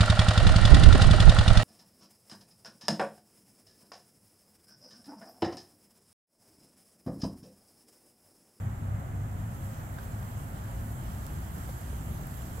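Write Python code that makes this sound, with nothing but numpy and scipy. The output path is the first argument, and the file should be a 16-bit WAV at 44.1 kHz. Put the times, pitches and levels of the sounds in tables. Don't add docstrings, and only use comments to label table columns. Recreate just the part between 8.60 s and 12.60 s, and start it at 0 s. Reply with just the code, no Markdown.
import sys
import numpy as np
from scipy import signal
from scipy.fft import rfft, irfft, next_fast_len
from scipy.io import wavfile
from scipy.ndimage import uniform_filter1d, map_coordinates

SR = 44100
rng = np.random.default_rng(int(sys.argv[2]) if len(sys.argv) > 2 else 0)


def int16_out(signal):
    q = np.round(np.clip(np.atleast_2d(signal).T, -1, 1) * 32767)
    wavfile.write(sys.argv[1], SR, q.astype(np.int16))


N = 176400


def amp(db):
    return 10 ** (np.asarray(db) / 20)


def unit(x):
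    return x / np.sqrt(np.mean(x ** 2) + 1e-20)


def along(points, hz):
    f, v = np.transpose(points)
    return np.interp(np.log(hz + 1), np.log(f + 1), v)


def curve(rows):
    return np.interp(np.arange(N) / SR, *np.transpose(rows))


def wobble(rate):
    return map_coordinates(rng.standard_normal(512), [np.arange(N) * rate / SR], mode="wrap")


def filtered(x, response):
    m = next_fast_len(N + SR // 2)
    return irfft(rfft(x, m) * response(np.fft.rfftfreq(m, 1 / SR)), m)[..., :N]


def pan(side_db):
    gains = amp(np.array([[.5], [-.5]]) * side_db)
    return gains / np.sqrt(np.mean(gains ** 2, axis=0))


def patchy_noise(depth_db):
    cells = signal.stft(rng.standard_normal((2, N)), nperseg=512)[2]
    patches = uniform_filter1d(rng.standard_normal(cells.shape[1:]), size=14, axis=0)
    patches = unit(uniform_filter1d(patches, size=14, axis=1))
    return unit(signal.istft(cells * amp(depth_db * patches), nperseg=512)[1][:, :N])


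def far_noise(spectrum, patchy_db):
    # f/Hz, likeness (1 same, -1 opposite)
    likeness = [(60, .975), (140, .955), (250, .82), (350, .66), (470, .32), (660, .38), (820, 0),
                (1000, -.52), (1380, -.5), (1620, 0), (1900, .26), (2700, -.05), (4000, 0)]
    # f/Hz, left minus right/dB
    far_side = [(60, 0.57), (270, 0.084), (450, -1.4), (2000, -1.8)]

    def mid_and_side(hz):
        angle = np.arccos(np.clip(along(likeness, hz), -1, 1)) / 2
        return amp(along(spectrum, hz)) * [np.cos(angle), np.sin(angle)]

    mid, side = filtered(patchy_noise(patchy_db), mid_and_side)
    ears = np.array([mid + side, mid - side])
    return unit(filtered(ears, lambda hz: pan(along(far_side, hz))))


def tone(hz, wander_hz, rate):
    pitch = hz + wander_hz * wobble(rate)
    return np.sqrt(2) * np.sin(2 * np.pi * np.cumsum(pitch) / SR)


def burst(spectrum, t, fade_s):
    colour = amp(along(spectrum, np.fft.rfftfreq(len(t), 1 / SR)))
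    puff = irfft(rfft(rng.standard_normal((2, len(t)))) * colour, len(t))
    return unit(puff) / 2 * np.exp(-np.log(1000) * t / fade_s)


def add(out, start_s, sound):
    part = out[:, int(start_s * SR):][:, :sound.shape[-1]]
    part += sound[..., :part.shape[-1]]


def grass():
    # t/s, relative level/dB
    breeze = [(0, -69), (.35, -74), (.75, -65), (1.0, -59.5), (1.5, -59.5), (2.3, -59), (2.55, -57),
              (2.8, -57), (3.05, -55.5), (3.65, -57.5), (4, -55)]
    # f/Hz, relative level/dB
    blade_colour = [(800, -5), (2000, -15), (3000, -3.5), (3700, -8), (5000, -9), (5700, -8.5), (6400, -5),
                    (6900, -6.5), (7400, -1), (8200, -3.5), (8900, -7), (10000, -7), (11000, -3.5),
                    (11550, 1), (12200, -4), (13200, -4.5), (15800, -6.5)]
    # f/Hz, left minus right/dB
    blade_side = [(2000, -2.5), (3000, -11.5), (4000, -3.5), (4900, 1), (6300, -7.5), (7700, -12.5),
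                  (9000, -7), (10200, -8), (11300, -8), (15000, -7.5)]
    peak_contacts_per_s, crackle_db, size_spread_db = 520, -12, 6
    boost_db, flutter_db = 1.5, .69
    breeze_db = curve(breeze)
    chance = peak_contacts_per_s / SR * amp(breeze_db - breeze_db.max())
    sizes = amp(size_spread_db * np.minimum(rng.exponential(size=(2, N)), 4))
    contacts = unit((rng.random((2, N)) < chance) * sizes)
    rustle = patchy_noise(depth_db=1.4) + amp(crackle_db) * contacts
    rustle = filtered(rustle, lambda hz: amp(along(blade_colour, hz)) * pan(along(blade_side, hz)))
    return unit(rustle) * amp(boost_db + breeze_db + flutter_db * wobble(30.25)) * np.sqrt(2)


def stalk_ticks():
    # t/s, rough peak level/dB, body against snap/dB
    snaps = [(0.400, -43, -22), (1.554, -37, -18), (2.221, -42, -15), (2.501, -39, -15), (2.666, -30, -7.5),
             (2.804, -39, -18), (3.000, -40, -15), (3.546, -39, -20), (3.613, -38, -18),
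             (3.671, -29.5, -24)]
    # f/Hz, relative level/dB
    snap_colour = [(3000, -35), (7000, -11), (10000, -8), (13000, 0), (16000, -1)]
    # f/Hz, relative level/dB
    body_colour = [(2000, -30), (3600, -3), (4800, 0), (6200, -8), (7500, -4), (10000, -25)]
    out, t = np.zeros((2, N)), np.arange(SR // 10) / SR
    for start_s, db, body_db in snaps:
        snap = burst(snap_colour, t, fade_s=.009)
        body = amp(body_db) * burst(body_colour, t, fade_s=.009)
        add(out, start_s, amp(db) * (snap + body))
    return out * pan(side_db=-8)


def knocks():
    # t/s, rough peak level/dB, f/Hz, scrape against ring/dB
    hits = [(1.385, -35, 1570, -17), (3.091, -33.5, 525, -16.5), (3.329, -36, 420, -24),
            (3.980, -34, 482, -25)]
    # f/Hz, relative level/dB
    click_colour = [(200, -4), (550, 0), (1200, -7), (2500, -20), (6000, -40)]
    # f/Hz, relative level/dB
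    scrape_colour = [(1000, -15), (3000, 0), (4500, -3), (6500, -9), (12000, -25)]
    rise_s, fade_s = .001, .026
    overtone_ratio, overtone_db, click_db = 2.29, -9, -6
    out, t = np.zeros((2, N)), np.arange(SR // 10) / SR
    fade = np.exp(-np.log(1000) * t / fade_s)
    for start_s, db, hz, scrape_db in hits:
        main = np.sin(2 * np.pi * hz * t) * fade
        overtone = np.sin(2 * np.pi * overtone_ratio * hz * t) * fade ** overtone_ratio
        ring = (main + amp(overtone_db) * overtone) * (1 - np.exp(-t / rise_s))
        click = amp(click_db) * burst(click_colour, t, fade_s=.027)
        scrape = amp(scrape_db) * burst(scrape_colour, t, fade_s=.09)
        add(out, start_s, amp(db) * (ring + click + scrape))
    return out * pan(side_db=-3)


def hiss():
    # f/Hz, relative level/dB
    colour = [(1500, -19), (3000, -5), (5000, -18.5), (6400, -5.5), (7400, 1), (8900, -7), (10000, -15),
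              (11550, -1), (12300, -7), (15800, -10)]
    # f/Hz, left minus right/dB
    side = [(5000, -2.5), (7400, -13), (9500, -20), (15000, -20)]
    noise = rng.standard_normal((2, N))
    noise = filtered(noise, lambda hz: amp(along(colour, hz)) * pan(along(side, hz)))
    return amp(-61.5) * unit(noise)


def rumble(sway_db=1.2):
    # f/Hz, relative level/dB
    colour = [(15, -32), (26, -7), (40, -6.5), (56, 1), (80, -0.5), (120, -4), (150, -5.5), (200, -9.5),
              (250, -13), (320, -18.5), (420, -25), (700, -39), (1500, -89)]
    # t/s, level/dB
    level = [(0, -37.5), (.8, -38), (1.1, -40.5), (1.35, -37.5), (1.9, -39.5), (2.3, -37.5), (2.7, -38.5),
             (3, -39), (3.5, -37), (3.8, -38.3), (4, -37)]
    return far_noise(colour, patchy_db=.5) * amp(curve(level) + sway_db * wobble(9))


def air_and_traffic(sway_db=.52):
    # f/Hz, relative level/dB
    colour = [(150, -9.5), (350, -7), (480, -4.5), (680, 1), (850, 0), (1050, -1.5), (1350, -1.5),
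              (1650, -6), (2000, -10), (2500, -16.5), (3500, -26), (6000, -53.5)]
    # t/s, level/dB
    level = [(0, -49.5), (1.4, -49), (2.6, -49), (4, -49.5)]
    return far_noise(colour, patchy_db=.56) * amp(curve(level) + sway_db * wobble(5.45))


def far_engine():
    # f/Hz, relative level/dB
    exhaust_colour = [(50, -36), (85, -1), (105, 4.5), (125, 3.5), (160, -8), (240, -11.5), (400, -48.5)]
    start_db, sway_db = -37.5, 3.5
    drone_fade_db_per_s, exhaust_fade_db_per_s = 5, 2.43
    t = np.arange(N) / SR
    drone = tone(hz=100.2, wander_hz=3.985, rate=14)
    drone *= amp(sway_db * wobble(14) - drone_fade_db_per_s * t)
    exhaust = far_noise(exhaust_colour, patchy_db=-.2) * amp(-.5 - exhaust_fade_db_per_s * t)
    return amp(start_db) * (drone + exhaust)


def far_whines(sway_db=4.1):
    # f/Hz, level at the top of the swell/dB, top at t/s, swell width/s
    whines = [(541.7, -66.5, 1.2, 1.1), (671.5, -70.5, 4.7, 3.9)]
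    out, t = np.zeros(N), np.arange(N) / SR
    for hz, db, top_s, width_s in whines:
        swell = np.exp(-.5 * ((t - top_s) / width_s) ** 2)
        out += tone(hz, wander_hz=2.89, rate=12) * amp(db + sway_db * wobble(7.86)) * swell
    return out


def scene():
    garden = grass() + hiss() + rumble() + air_and_traffic() + far_engine() + far_whines()
    return garden + stalk_ticks() + knocks()


def record(dry):
    return filtered(dry, lambda hz: hz < 15800)


dry = scene()
out = record(dry)
int16_out(out)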